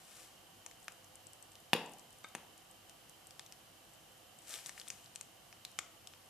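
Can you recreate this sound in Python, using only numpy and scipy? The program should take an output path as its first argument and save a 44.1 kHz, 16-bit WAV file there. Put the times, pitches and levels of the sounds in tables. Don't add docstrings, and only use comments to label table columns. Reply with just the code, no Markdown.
import sys
import numpy as np
from scipy import signal
from scipy.fft import rfft, irfft, next_fast_len
from scipy.io import wavfile

SR = 44100
rng = np.random.default_rng(int(sys.argv[2]) if len(sys.argv) > 2 else 0)


def master_out(mix):
    frames = np.transpose(np.atleast_2d(mix))
    ceiling = np.clip(frames, -1, 1)
    pcm = np.round(ceiling * 32767).astype(np.int16)
    wavfile.write(sys.argv[1], SR, pcm)


N = 277389


def from_db(db):
    return 10 ** (np.asarray(db) / 20)


def at_hz(points, hz, column=1):
    points = np.array(points)
    return np.interp(np.log(hz), np.log(points[:, 0]), points[:, column])


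def bins(size):
    return np.maximum(np.arange(size // 2 + 1) * SR / size, 1)


def noise_pair(gain, correlation, balance, size):
    hz, sides = bins(size), np.array([[1], [-1]])
    mid, side = rfft(rng.standard_normal((2, size)))
    alike = np.clip(at_hz(correlation, hz), -1, 1)
    both = np.sqrt((1 + alike) / 2) * mid + np.sqrt((1 - alike) / 2) * side * sides
    return irfft(gain * both * from_db(sides * at_hz(balance, hz) / 2), size)


def ring(x, hz, t60):
    r, w = from_db(-60 / (t60 * SR)), 2 * np.pi * hz / SR
    return signal.lfilter([0, np.sin(w)], [1, -2 * r * np.cos(w), r * r], x + 1e-18)


# f/Hz, relative level/dB
AIR_SPECTRUM = [(12, -50), (22, -24), (50, -8.5), (85, -12), (130, -4.5), (217, -7.5), (340, -10.5),
                (706, -8.5), (954, -10), (2420, -15.5), (3650, -15), (14000, -17.5)]
# f/Hz, width/Hz, level above that spectrum/dB
HUM_PEAKS = [(97.2, 9.8, 12.5), (328.6, 16.6, 9.5), (517.6, 21, 7.5), (679, 14, 6.5), (756, 58, 6.5),
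             (1164, 25, 7), (2810, 220, 7), (3076, 154, 11)]
# f/Hz, left over right/dB
AIR_BALANCE = [(60, 3), (110, 0.5), (200, 1.5), (380, -0.5), (700, -8), (1280, -1.5), (2370, -3),
               (4370, -1), (8070, 2.5), (14900, -1.5)]
# f/Hz, left-right correlation
AIR_CORRELATION = [(30, 1), (130, 0.68), (300, 0.58), (700, .3), (1500, 0.42), (3000, 0.35), (14000, 0.14)]
def hum_and_hiss(level_db=-60.5, top_hz=14200):
    hz = bins(N)
    hum_db = sum(db / (1 + (2 * (hz - centre) / width) ** 2) for centre, width, db in HUM_PEAKS)
    spectrum = from_db(at_hz(AIR_SPECTRUM, hz) + hum_db) * (hz < top_hz)
    noise = noise_pair(spectrum, AIR_CORRELATION, AIR_BALANCE, N)
    return from_db(level_db) * noise / noise.std()


# peak t/s, level/dB, 20 dB rise/s, 20 dB fall/s
HAND_MOVES = [(.21, -58.5, .45, .16), (4.541, -46, 0.1, 0.08), (4.68, -55, 0.13, 0.05),
              (4.81, -57.5, 0.14, 0.02), (4.89, -60.5, 0.12, 0.35)]
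# f/Hz, relative level/dB
RUSTLE_SPECTRUM = [(180, -36), (300, -11), (664, -3), (1060, -9.5), (1230, -3.5), (3210, -3.5),
                   (9510, -2.5), (14500, -10)]
def film_rustle(per_s=3000, spread_db=3):
    t, envelope = np.arange(N) / SR, 0
    for peak_s, db, rise_s, fall_s in HAND_MOVES:
        distance = abs(t - peak_s) / np.where(t < peak_s, rise_s, fall_s)
        envelope += from_db(db - 20 * distance ** 1.16)
    onsets = rng.random(N) < per_s / SR
    sizes = from_db(spread_db * np.minimum(rng.exponential(1, N), 4))
    grains = onsets * sizes * rng.choice([-1, 1], N)
    noise = irfft(rfft(grains) * from_db(at_hz(RUSTLE_SPECTRUM, bins(N))), N)
    return envelope * noise / noise.std()


def around(hz, octaves, count):
    return hz * 2 ** (octaves * np.clip(rng.standard_normal(count), -2, 2))


def bursts(times, peak_db, hz, cycles, settle_s, settle_db, order=1):
    out, size = np.zeros(N + SR), 600
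    settling = from_db(settle_db - 60 * np.arange(size) / (settle_s * SR))
    for start, peak, centre in zip(times, from_db(peak_db), hz):
        burst = settling * rng.standard_normal(size)
        burst[0] = -1
        for _ in range(order):
            burst = ring(signal.lfilter([1, 0, -1], [1], burst), centre, cycles / centre)
        out[round(start * SR):][:size] += peak * burst / abs(burst).max()
    return out[:N]


# t/s, pop peak level/dB, pop f/Hz, crack over pop/dB
CREASES = [(0.663, -36, 1830, 6), (0.7127, -40, 1790, -12), (0.8819, -27.5, 1760, -8),
           (1.5548, -46, 2650, 4), (2.2412, -43, 4290, -4), (2.3509, -32.5, 2600, 6),
           (2.8962, -46, 2800, 5), (3.308, -41.5, 3440, -2), (3.395, -33.5, 2340, -3),
           (3.463, -42, 3900, -5), (3.5237, -42, 3880, 8), (4.508, -43.5, 3400, 7),
           (4.5398, -31, 3380, -11), (4.556, -37, 3500, -1), (4.5875, -36, 2000, -3),
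           (4.661, -32, 3940, -2), (4.6939, -32, 1880, 1.5), (4.7784, -37.5, 1950, -15),
           (4.7986, -34.5, 3850, 0), (4.8147, -35.5, 3140, -17), (4.87, -45, 1180, -5),
           (4.879, -35.5, 3490, -7), (4.9028, -29, 3460, 5.5), (5.06, -42, 4180, -15),
           (5.159, -33.5, 3530, 3.5), (5.2112, -38.5, 2200, 10.5), (5.527, -43.5, 1610, -7),
           (5.6505, -27, 3900, -25), (5.789, -22.5, 1700, -3), (6.0729, -38, 4340, 0),
           (6.1368, -42.5, 2000, -20)]
def crease_snaps():
    times, pop_db, pop_hz, over_db = np.transpose(CREASES)
    crack_hz = around(6140, octaves=0.13, count=len(times))
    crack = bursts(times, pop_db + over_db, crack_hz,
                   cycles=2.3, settle_s=0.0039, settle_db=-14.5, order=2)
    pop = bursts(times, pop_db, pop_hz, cycles=4.54, settle_s=0.0041, settle_db=0)
    cream_db = pop_db - 15 - 9 * np.log2(pop_hz / 2000)
    cream_hz = np.full(len(times), 750)
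    cream = bursts(times, cream_db, cream_hz, cycles=2.5, settle_s=0.0051, settle_db=11)
    return crack + pop + cream


# t/s, peak level/dB
THIN_TICKS = [(0.829, -48), (0.8435, -46), (0.9213, -45), (1.0445, -46.5), (1.1556, -41.5), (1.2687, -41.5),
              (1.333, -41.5), (1.426, -41.5), (1.5187, -46), (1.602, -47), (1.8608, -44.5), (1.895, -48),
              (1.919, -45), (1.9357, -39.5), (1.9847, -48), (1.9951, -43.5), (2.128, -49), (2.287, -47),
              (2.5783, -45), (2.7117, -46), (3.27, -40), (4.3883, -46), (4.42, -47), (4.481, -41),
              (4.4937, -37), (4.6673, -32), (4.8836, -31), (5.044, -46), (5.152, -45), (5.716, -46),
              (5.792, -32.5)]
def thin_ticks(faint_count=24):
    times, db = np.transpose(THIN_TICKS)
    times = np.append(times, rng.uniform(0, N / SR, faint_count))
    db = np.append(db, rng.normal(-51.5, 5, faint_count))
    hz = around(8100, octaves=0.063, count=len(times))
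    return bursts(times, db, hz, cycles=3.8, settle_s=0.0042, settle_db=-3.5, order=2)


def impacts(blows, modes):
    out, ms = np.zeros(N), np.arange(4000) * 1000 / SR
    for start, level_db, tilt_db, contact_ms in blows:
        force = ms * np.exp(-ms / contact_ms)
        for hz, mode_db, t60 in modes:
            gain = from_db(level_db + mode_db + tilt_db * np.log2(hz / 2000))
            out[round(start * SR):][:len(ms)] -= gain * ring(force / force.sum(), hz, t60)
    return out


# t/s, level/dB, tilt/(dB per octave), contact time/ms
CLICK_BLOWS = [(1.7329, -13, 6.5, 0.028), (2.3507, -31.5, 11.5, 0.063)]
# delay/s, relative level/dB, added tilt/(dB per octave)
CLICK_ECHOES = [(.0011, -7, -3), (.0052, -23.5, 10), (.018, -20.5, -10.5), (.031, -24.5, 4)]
# f/Hz, level/dB, T60/s
CLICK_MODES = [(297, -21, 0.014), (497, -1, 0.024), (960, 2, 0.0047), (2070, -0.5, 0.0011),
               (2825, -5, 0.0073), (3350, -7.5, 0.0065), (3880, -15, 0.0054), (4880, -10.5, 0.0028),
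               (7160, -20, 0.0028), (9820, -15, 0.0026), (11800, -22.5, 0.0031), (13600, -26, 0.0029)]
def clicks():
    repeats = [(start + delay, db + echo_db, tilt + echo_tilt, contact_ms)
               for start, db, tilt, contact_ms in CLICK_BLOWS
               for delay, echo_db, echo_tilt in CLICK_ECHOES]
    return impacts(CLICK_BLOWS + repeats, CLICK_MODES)


# t/s, level/dB, tilt/(dB per octave), contact time/ms
NOZZLE_BLOWS = [(2.245, -33.5, 5, 0.033)]
# f/Hz, level/dB, T60/s
JAR_MODES = [(1286, -9, 0.046), (1560, -8.5, 0.04), (2205, -3.5, 0.013), (3670, -12, 0.032),
             (4530, -25, 0.036), (6370, -22, .025), (8360, -24, .03)]
def jar_tap():
    return impacts(NOZZLE_BLOWS, JAR_MODES)


# f/Hz, left over right/dB
MIC_BALANCE = [(200, 1.5), (700, 0.5), (1600, 2.5), (4500, 4), (8000, 9), (14500, -2)]
# f/Hz, left-right correlation
SCATTER_CORRELATION = [(300, .9), (2000, 0.43), (5000, -0.08), (12000, -0.57)]
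# f/Hz, left-right correlation
TAIL_CORRELATION = [(60, 1), (180, 0.99), (540, 0.99), (1640, 0.85), (4940, 0.22), (14900, 0.13)]
# f/Hz, level/dB, T60/s
TAIL_BANDS = [(100, -10.5, 0.79), (300.25, -6, 0.66), (796, -4.5, 0.59), (2050, -9.5, 0.46),
              (5060, -7, 0.38), (12033, -10.5, 0.25)]
def kitchen(hits, bag, onset_s=0.002, scatter_s=0.00089, scatter_db=-3.5, left_lag_s=2e-5):
    t, hz, tail = np.arange(SR) / SR, bins(SR), 0
    for centre in 63 * 2 ** np.arange(0, 8.5, 0.5):
        band = np.maximum(1 - 4 * np.log2(hz / centre) ** 2, 0)
        noise = noise_pair(band, TAIL_CORRELATION, MIC_BALANCE, SR)
        t60 = at_hz(TAIL_BANDS, centre, column=2)
        decay = from_db(-60 * t / t60) / np.sqrt(t60 * SR / np.log(1e6))
        tail += noise * from_db(at_hz(TAIL_BANDS, centre)) * decay
    tail *= np.clip(t / onset_s, 0, 1) ** 2
    swell = t ** 2 * np.exp(-t / scatter_s)
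    scatter = noise_pair(hz / np.hypot(hz, 4000), SCATTER_CORRELATION, MIC_BALANCE, SR)
    scatter *= from_db(scatter_db) * swell / np.linalg.norm(swell)
    size = next_fast_len(N + SR)
    lag = np.exp(-2j * np.pi * bins(size) * np.array([[left_lag_s], [0]]))
    direct = lag * from_db(np.array([[0.5], [-0.5]]) * at_hz(MIC_BALANCE, bins(size)))
    early = rfft(hits + bag, size) * (direct + rfft(scatter, size))
    late = rfft(hits + from_db(-2.5) * bag, size) * rfft(tail, size)
    return irfft(early + late, size)[:, :N]


def scene(bass_cut_hz=146):
    bag = crease_snaps() + thin_ticks() + film_rustle()
    highpass = signal.butter(4, bass_cut_hz, "high", fs=SR, output="sos")
    hits = signal.sosfilt(highpass, clicks() + jar_tap())
    return kitchen(hits, bag) + hum_and_hiss()


def record(dry, stop_hz=15493):
    return signal.sosfilt(signal.cheby2(12, 70, stop_hz, fs=SR, output="sos"), dry)


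dry = scene()
out = record(dry)
master_out(out)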